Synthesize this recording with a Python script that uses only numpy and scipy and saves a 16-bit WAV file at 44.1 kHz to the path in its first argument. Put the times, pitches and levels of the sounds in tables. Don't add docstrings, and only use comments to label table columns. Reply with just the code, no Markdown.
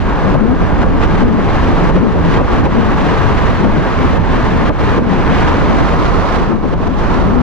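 import sys
import numpy as np
from scipy import signal
from scipy.fft import rfft, irfft
from scipy.io import wavfile
from scipy.ndimage import uniform_filter1d, minimum_filter1d

SR = 44100
rng = np.random.default_rng(int(sys.argv[2]) if len(sys.argv) > 2 else 0)


def int16_out(signal):
    q = np.round(np.clip(np.atleast_2d(signal).T, -1, 1) * 32767)
    wavfile.write(sys.argv[1], SR, q.astype(np.int16))


N = 327222
TIME = np.arange(N) / SR
BINS = np.maximum(np.arange(N // 2 + 1) * SR / N, 1)


def from_db(db):
    return 10 ** (np.asarray(db) / 20)


def in_time(rows):
    s, *columns = np.transpose(rows)
    return [np.interp(TIME, s, c) for c in columns]


def in_frequency(points):
    hz, value = np.transpose(points)
    return np.interp(np.log(BINS), np.log(hz), value)


def random_bins():
    return rng.standard_normal(len(BINS)) + 1j * rng.standard_normal(len(BINS))


def drift(rate):
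    step, points = 64, 8192
    hz = np.arange(points // 2 + 1) * SR / (step * points)
    slow = irfft(rfft(rng.standard_normal(points)) / (1 + (hz / rate) ** 2))
    return np.interp(np.arange(N) / step, np.arange(len(slow)), slow / slow.std())


def noise(spectrum):
    x = irfft(random_bins() * from_db(in_frequency(spectrum)), N)
    return x / x.std()


# (frequency [Hz], likeness [0-1])
PORT_LIKENESS = [(100, .88), (500, .88), (1200, .89), (1480, .6), (1900, .83), (3000, .76), (4000, .48),
                 (5000, .13), (6000, .02)]
# (frequency [Hz], lead [rad])
LEFT_LEAD = [(150, 1.4), (400, 1.05), (1000, .68), (1380, 1.05), (1680, .36), (2100, .72), (3000, .9),
             (5000, .9)]


def airborne(spectrum, pan_db=0):
    alike = np.clip(in_frequency(PORT_LIKENESS), 0, 1)
    shared = np.sqrt(alike) * random_bins()
    left = shared * np.exp(1j * in_frequency(LEFT_LEAD)) + np.sqrt(1 - alike) * random_bins()
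    right = shared + np.sqrt(1 - alike) * random_bins()
    panned = np.array([left * from_db(pan_db / 2), right * from_db(-pan_db / 2)])
    x = irfft(panned * from_db(in_frequency(spectrum)), N)
    return x / x.std()


def steadied(x, span_s):
    power = uniform_filter1d(x ** 2, max(int(span_s * SR), 2), mode="wrap")
    return x / np.sqrt(.9 * power + .1)


def swell(s, half_length_s):
    return np.exp(-.5 * ((TIME - s) / half_length_s) ** 2)


def shelved(x, db, share):
    return x + (from_db(db) - 1) * irfft(rfft(x) * in_frequency(share), N)


# (time of onset [s], depth [dB], hold [s], recovery [s])
RUSH_SAGS = [(0.352, 5, 0.18, 0.07), (0.702, 1.5, 0.075, 0.034), (0.833, 4.5, 0.061, 0.23),
             (1.228, 4, 0.045, 0.11), (1.904, 6, 0.015, 0.037), (1.965, 5.5, 0.26, 0.11),
             (2.384, 6.5, 0.046, 0.079), (2.659, 6, 0.023, 0.037), (3.646, 3, .04, 0.08),
             (4.177, 7, 0.019, .11), (4.695, 11.5, 0.013, 0.1), (4.986, 8, 0.035, 0.092),
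             (6.56, 2, 0.043, .02), (6.74, 6.5, .025, 0.057), (6.879, 4.5, 0.045, 0.12)]


def sag_db():
    fall_s, total = .007, 0
    for s, depth, hold, recovery in RUSH_SAGS:
        corners = s + np.cumsum([0, fall_s, hold, recovery])
        total = total + np.interp(TIME, corners, [0, -depth, -depth, 0])
    return total


# (time of deepest point [s], depth [dB], half length [s])
EDDY_CALMS = [(0.16, 4, 0.061), (1.001, 7, 0.027), (1.513, 4.5, 0.035), (2.471, 9, 0.023),
              (3.189, 14.5, 0.032), (3.529, 13.5, 0.039), (3.932, 7, 0.037), (4.76, 8, 0.023),
              (5.971, 1, 0.057), (6.24, 7, .06)]


def calm_db():
    return -sum(depth * swell(s, length) for s, depth, length in EDDY_CALMS)


# (time [s], rumble level [dB])
LEFT_RUMBLE_LEVEL = [(0.0, -21), (0.44, -14.5), (0.76, -25), (0.84, -14), (1.08, -19), (1.76, -15),
                     (1.92, -23), (2.04, -20.5), (2.12, -22.5), (2.36, -15), (2.72, -19.5), (2.8, -13),
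                     (3.0, -19), (3.12, -21), (3.2, -11.5), (3.42, -23), (3.52, -17), (3.72, -15),
                     (3.84, -26), (4.0, -15), (4.2, -20), (4.48, -18.5), (4.76, -23), (4.84, -13.5),
                     (4.96, -21), (5.04, -19.5), (5.3, -20), (5.4, -16.5), (5.68, -25), (5.8, -19.5),
                     (6.72, -20.5), (7.41, -15)]
RIGHT_RUMBLE_LEVEL = [(0.0, -15), (0.28, -14), (0.44, -20.0), (0.68, -10.5), (1.16, -12), (1.44, -14),
                      (1.48, -13.5), (1.96, -11), (2.08, -23.5), (2.16, -9), (2.28, -16), (2.4, -11.5),
                      (2.76, -15.5), (3.16, -14.5), (3.28, -18.5), (3.4, -9.5), (3.64, -16), (4.04, -11.0),
                      (4.36, -12.5), (4.96, -16), (5.12, -21), (5.2, -12), (5.92, -12.5), (6.16, -10.5),
                      (6.24, -15.5), (6.44, -13.5), (6.52, -19), (6.72, -19), (6.96, -18), (7.0, -12),
                      (7.24, -13.0), (7.41, -19.5)]
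# (frequency [Hz], relative level [dB per Hz])
LEFT_RUMBLE_COLOUR = [(3, -42), (10, -12), (18, 0.5), (32, -7.5), (44, 2), (60, -15), (85, -6.5), (115, -9),
                      (170, -18), (400, -32), (1500, -82)]
RIGHT_RUMBLE_COLOUR = [(3, -33), (10, -3), (22, 2.5), (45, 2.5), (75, 2.5), (115, -5.5), (160, -13),
                       (300, -15.5), (1500, -77)]
# (frequency [Hz], relative level [dB per Hz])
LEFT_EDDY_COLOUR = [(60, -30.5), (130, -5), (190, -1.5), (270, -1.5), (350, -6.5), (480, -26.5), (700, -17),
                    (1500, -49.5), (4000, -81)]
RIGHT_EDDY_COLOUR = [(60, -28), (120, -0.5), (175, 9.5), (260, -7), (360, -6), (500, -11.5), (800, -14),
                     (1500, -32.5), (4000, -69)]


def buffeting(lump_db=1.7, lump_rate=14, right_lump_db=1.7, patchy_db=2.5, patchy_rate=9,
              eddy_follow=0.2, left_gain_db=2.2, right_gain_db=0.3, left_eddies_db=-18.5, right_eddies_db=-23):
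    left_db, = in_time(LEFT_RUMBLE_LEVEL)
    right_db, = in_time(RIGHT_RUMBLE_LEVEL)
    left_level = from_db(left_db + left_gain_db + lump_db * drift(lump_rate))
    right_level = from_db(right_db + right_gain_db + right_lump_db * drift(lump_rate))
    left_rumble = left_level * steadied(noise(LEFT_RUMBLE_COLOUR), span_s=0.11)
    right_rumble = right_level * steadied(noise(RIGHT_RUMBLE_COLOUR), span_s=0.06)
    patches = patchy_db * drift(patchy_rate) + calm_db()
    left_rustle = from_db(left_eddies_db + patches + sag_db()) * noise(LEFT_EDDY_COLOUR)
    follow_db = eddy_follow * (right_db - right_db.mean())
    right_rustle_level = from_db(right_eddies_db + patches + .5 * sag_db() + follow_db)
    right_rustle = right_rustle_level * steadied(noise(RIGHT_EDDY_COLOUR), span_s=0.013)
    return np.array([left_rumble + left_rustle, right_rumble + right_rustle])


def churned(x, patchy_db, rate):
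    centres = np.geomspace(300, 2000, num=6)
    spectrum, out = rfft(x), 0
    for share in np.eye(len(centres)):
        band = irfft(spectrum * np.interp(BINS, centres, share), N)
        out = out + band * from_db(patchy_db * drift(rate))
    return out / out.std()


# (time [s], roar level [dB], hiss level [dB])
AIRFLOW_LEVELS = [(0.0, -27, -33), (0.07, -19.5, -33.5), (0.21, -19, -31.5), (0.34, -19.5, -31.5),
                  (0.66, -20.5, -33.5), (1.14, -18.5, -30), (1.38, -21.5, -34), (1.5, -19, -30.3),
                  (1.83, -19, -29.5), (2.39, -18, -28.5), (2.83, -20, -31), (3.09, -17.5, -27),
                  (3.4, -19, -29), (3.8, -19.5, -30), (3.87, -18.5, -28.5), (4.9, -19, -28.5),
                  (5.21, -20, -30), (5.36, -17.5, -25.5), (5.55, -18.5, -28.5), (5.88, -19.5, -28.5),
                  (6.39, -23, -31.5), (6.52, -22, -38.5), (6.58, -28.5, -41), (6.85, -24.5, -35.5),
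                  (7.18, -20.5, -32), (7.42, -28, -39.5)]
# (time [s], left-right difference [dB])
HISS_SHIFT = [(0, -2), (5.8, -1.9), (6.4, -6), (7.42, -6)]
# (time of peak [s], lift [dB], half length [s])
HISS_PUFFS = [(0.63, 0.5, .025), (0.817, 2, .018), (1.036, 3.5, 0.018), (1.196, 2, .015), (1.553, 2, 0.039),
              (1.689, 2, 0.021), (1.797, 1, 0.014), (2.26, 3, 0.024), (2.339, 2, .035), (2.537, 1, 0.028),
              (2.626, -4, 0.016), (2.952, -0.7, 0.023), (3.18, 0.5, 0.021), (3.378, 3, .018),
              (4.347, 0.5, 0.021), (4.913, 1.5, 0.02), (5.42, 1.5, 0.018), (5.48, 3.5, 0.011),
              (5.537, 2.5, .016), (5.706, 1, .015), (5.775, 1.5, 0.016), (5.868, 1.5, 0.021),
              (6.059, 1.5, .022), (6.331, 1.5, .05), (6.645, 0.5, .014), (6.732, 1, 0.018),
              (6.991, 3, 0.026), (7.415, 5, 0.011)]
# (frequency [Hz], relative level [dB per Hz])
ROAR_COLOUR = [(40, -9), (140, 4.5), (260, 4.5), (480, 3), (620, -0.5), (810, 0), (950, 1.5), (1150, -0.5),
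               (1400, -5.5), (1650, -7), (2000, -17.5), (2800, -22.5), (5000, -61.5), (12000, -76.5)]
HISS_COLOUR = [(600, -9), (1400, 6), (2000, 5), (2500, 0), (3100, -2.5), (4000, -7), (5200, -13),
               (6100, -15), (6700, -19), (7700, -23), (8200, -30), (10300, -29), (11500, -40.5),
               (14000, -56.5)]
# (frequency [Hz], share [0-1])
ROAR_BASS = [(280, 1), (600, 0)]
# (frequency [Hz], left-right difference [dB])
HISS_LEAN = [(1500, 2.5), (2300, -0.5), (3200, -1), (6000, -0.5), (7200, 4.5), (10000, 1)]
# (time [s], level [dB])
TREBLE_LEVEL = [(0, 0), (5.4, -1), (6.2, 2), (6.9, 1.5), (7.42, 1.5)]
# (frequency [Hz], share [0-1])
HISS_TREBLE = [(2800, 0), (4800, 1)]


def rush(roar_gain_db=3.0, hiss_gain_db=2.0, roar_sag=0.71, roar_lag_s=0.01, roar_flicker_db=0.42,
         hiss_flicker_db=0.77, grain_db=0.8, roar_pan_db=0.5, surge_db=0.5, puff_grain=0.26,
         roar_puff=0.51, roar_calm=0.33, eddy_rate=45):
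    roar_db, hiss_db = in_time(AIRFLOW_LEVELS)
    pan_db, = in_time(HISS_SHIFT)
    treble_db, = in_time(TREBLE_LEVEL)
    sag, eddies, surges = sag_db(), drift(eddy_rate), surge_db * drift(17)
    puffs = sum(lift * swell(s, length) for s, lift, length in HISS_PUFFS)

    late_sag = np.interp(TIME - roar_lag_s, TIME, sag)
    roar = churned(airborne(ROAR_COLOUR, roar_pan_db), patchy_db=0.98, rate=15)
    roar = shelved(roar, roar_calm * calm_db(), ROAR_BASS)
    roar_level = roar_db + roar_gain_db + surges + roar_puff * puffs
    roar_level = roar_level + roar_sag * late_sag + roar_flicker_db * eddies

    grain = (grain_db + puff_grain * puffs) * np.array([drift(220), drift(220)])
    hiss = from_db([pan_db / 2, -pan_db / 2]) * airborne(HISS_COLOUR, in_frequency(HISS_LEAN))
    hiss = shelved(hiss, treble_db, HISS_TREBLE)
    hiss_level = hiss_db + hiss_gain_db + surges + puffs + sag + hiss_flicker_db * eddies + grain
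    return from_db(roar_level) * roar + from_db(hiss_level) * hiss


def shedding(swells, wander, throb_db, across_lag, rest_db=-24, rest_hz=170.2):
    power = from_db(rest_db + .5 * calm_db()) ** 2
    pull = power * rest_hz
    for s, db, hz, glide, length in swells:
        weight = (from_db(db) * swell(s, length)) ** 2
        power = power + weight
        pull = pull + weight * (hz + glide * (TIME - s))
    pitch = pull / power * (1 + wander * drift(42.59))
    phase = 2 * np.pi * np.cumsum(pitch) / SR
    throb = from_db(throb_db * drift(36))
    near, far = throb * np.sin(phase), throb * np.sin(phase - across_lag)
    near, far = [steadied(tone / tone.std(), span_s=0.039) for tone in (near, far)]
    return np.sqrt(power), near, far


# (time of peak [s], level [dB], shedding pitch [Hz], glide [Hz/s], half length [s])
LEFT_SWELLS = [(0.275, -9.5, 187.5, 399, 0.026), (0.36, -11.5, 148.2, -1, 0.035),
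               (0.435, -8, 233.4, 199, 0.032), (0.51, -9, 249, 399, .03), (0.62, -14.5, 164.6, -300, 0.029),
               (0.72, -18, 159.6, -200, 0.028), (0.79, -17, 245.5, 500, .03), (0.95, -14, 280, -200, 0.051),
               (1.15, -14, 173.4, 199, 0.036), (1.235, -8, 214.2, 597.5, .028),
               (1.315, -9.5, 243, -300, 0.047), (1.41, -12, 198, -500, .022),
               (1.47, -15, 150.7, -1000, 0.027), (1.57, -15, 185.8, 899.5, .021),
               (1.69, -16.5, 290, 1.5, 0.046), (1.97, -9, 171, 0, 0.031), (2.035, -8, 231.8, 0, 0.02366),
               (2.085, -9, 198.7, -300, 0.024), (2.16, -15, 168.8, -200, 0.05),
               (2.28, -14, 156.6, -450, 0.043), (2.5, -19.5, 401, 799.5, 0.036), (2.59, -17, 279, 2, .04),
               (2.78, -10.5, 227.5, 199, .042), (2.9, -14.5, 201.3, -200, .042),
               (3.06, -13.5, 163.6, -350, 0.046), (3.13, -16.5, 222, -1, .02),
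               (3.25, -14.5, 88.2, -1, .045), (3.32, -17.5, 219.1, -300, 0.027), (3.52, -15, 245, 1, .035),
               (3.65, -9.5, 204.7, -1, 0.044), (3.79, -13.5, 167.8, 198, 0.028),
               (4.03, -13.5, 271, -600, .04), (4.21, -18.5, 165, -1, .025),
               (4.38, -14.5, 270.2, -400, .035), (4.55, -18.5, 230, -200, .03),
               (4.66, -17.5, 260.3, 0, 0.036), (4.91, -14.5, 108.8, 498, .06),
               (5.03, -16, 240, -500, 0.028), (5.11, -10.5, 202, -400, 0.034),
               (5.19, -13, 167.8, -400, 0.024), (5.34, -13.5, 182, 1, 0.024), (5.51, -19.5, 473, 1201, .03),
               (5.72, -15, 216, -500, .042), (5.81, -13, 283.3, 2501, .022), (5.95, -15.5, 160, -300, .035),
               (6.42, -14.5, 196.8, 203, 0.0354), (6.53, -10, 217, 249, .04),
               (6.67, -13, 247.2, -2000, .025), (6.75, -16, 156.5, 101, 0.031),
               (6.85, -14, 190.1, 500, .035), (6.91, -17.5, 275.7, -1, 0.033),
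               (7.16, -17.5, 170.6, 2, 0.026), (7.27, -13, 187.3, 400, .04), (7.38, -9, 264, 300, 0.042)]
RIGHT_PORT_SWELLS = [(0.34, -16.5, 268.6, -2, 0.037), (0.87, -14, 189.1, -500, .045),
                     (1.88, -14.5, 150.3, 401, .05), (2.24, -18, 160.6, -400, 0.024),
                     (2.39, -13.5, 190, 0, 0.026), (2.63, -11, 120, 649.5, 0.05),
                     (2.8, -17, 200.3, 0, 0.037), (3.67, -16, 220, -3, .03), (3.8, -15, 151.1, -400, 0.039),
                     (4.19, -14, 159, -7.5, 0.042), (4.69, -13.5, 241, 6, 0.0243),
                     (5.01, -12, 201.8, 1, .04), (6.37, -20, 178.5, 3, 0.05),
                     (6.72, -15.5, 170.1, 0, 0.023), (6.87, -16.5, 198.3, 1, .025),
                     (7.27, -14, 169, -3, 0.044)]
# (frequency [Hz], relative level [dB per Hz])
WAKE_COLOUR = [(130, -19.5), (230, -4), (300, 3.5), (380, -5), (480, -5), (750, -12.5), (3000, -67.5)]
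# (frequency [Hz], relative level [dB per Hz])
HOLLOW_COLOUR = [(120, -9), (260, 0.5), (340, -2), (450, -2), (560, -9), (800, -21), (1300, -36),
                 (3000, -69)]


def flutter(wake_db=-12, hollow_db=-9.5, hollow_pan_db=3, across_db=-15, right_db=-1.5, right_wake_db=-7):
    strength, near, far = shedding(LEFT_SWELLS, wander=.065, throb_db=2.5, across_lag=2.4)
    right_strength, right_tone, _ = shedding(RIGHT_PORT_SWELLS, wander=0.2035, throb_db=4.0, across_lag=0)
    left = strength * (near + from_db(wake_db) * noise(WAKE_COLOUR))
    right_flutter = right_tone + from_db(right_wake_db) * noise(WAKE_COLOUR)
    right = from_db(right_db) * right_strength * right_flutter
    across = from_db(across_db) * strength * far
    hollow = from_db(hollow_db) * strength * airborne(HOLLOW_COLOUR, hollow_pan_db)
    return np.array([left, right + across]) + hollow


# (time of peak [s], level [dB], left-right difference [dB])
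WIND_BLOWS = [(0.347, -13.5, 4), (0.87, -21, 10), (1.39, -24, 4), (1.81, -14, 0), (1.9, -16.5, 6),
              (1.97, -26, 7), (2.16, -16, 10), (2.409, -13, 6), (2.665, -17, 7), (3.66, -16.5, 3),
              (4.165, -17, 0), (4.705, -13, 3), (4.986, -13, 3), (6.645, -20, 12), (6.735, -21, 4),
              (7.35, -28, 5)]
# (frequency [Hz], relative level [dB per Hz])
BLOW_COLOUR = [(60, -16), (150, -12.5), (350, 5), (550, 3.5), (950, -6), (2000, -32), (6000, -60)]


def gusts(rise_s=0.017, fall_s=0.028):
    blows = 0
    for s, db, pan in WIND_BLOWS:
        shape = np.interp(TIME, [s - rise_s, s, s + fall_s], [0, 1, 0])
        blows = blows + from_db([[db + pan / 2], [db - pan / 2]]) * shape
    return blows * airborne(BLOW_COLOUR)


# (time [s], level [dB])
CAR_LEVEL = [(0.0, -46), (4.0, -32.5), (5.2, -46), (5.6, -22.5), (6.06, -19.5), (6.35, -17.5), (6.56, -29),
             (6.74, -29.5), (6.9, -23), (7.42, -21.5)]
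# (frequency [Hz], relative level [dB per Hz])
TYRE_COLOUR = [(150, -20), (300, 3), (470, 1), (680, 2), (850, 0.5), (1020, 3), (1350, -0.5), (1800, -24.5),
               (3000, -37), (8000, -63.5)]


def car(pan_db=-3.0, diffuse=0.4, lag_s=0.00013):
    level_db, = in_time(CAR_LEVEL)
    direct = noise(TYRE_COLOUR)
    ports = np.array([direct, np.interp(TIME - lag_s, TIME, direct)])
    scattered = np.array([noise(TYRE_COLOUR), noise(TYRE_COLOUR)])
    ports = np.sqrt(1 - diffuse) * ports + np.sqrt(diffuse) * scattered
    return from_db(level_db + sag_db()) * ports * from_db([[pan_db / 2], [-pan_db / 2]])


def scene():
    return buffeting() + rush() + flutter() + gusts() + car()


def record(dry, cutoff_hz=14500):
    sound = signal.sosfilt(signal.butter(2, 8, "high", fs=SR, output="sos"), dry)
    headroom = 1 / np.maximum(np.abs(sound).max(axis=0), 1)
    gain = uniform_filter1d(minimum_filter1d(headroom, size=120), size=120)
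    ends = np.minimum(np.minimum(TIME, TIME[::-1]) / .003, 1)
    top_cut = signal.cheby2(12, 70, cutoff_hz, fs=SR, output="sos")
    return signal.sosfilt(top_cut, sound * gain * ends)


dry = scene()
out = record(dry)
int16_out(out)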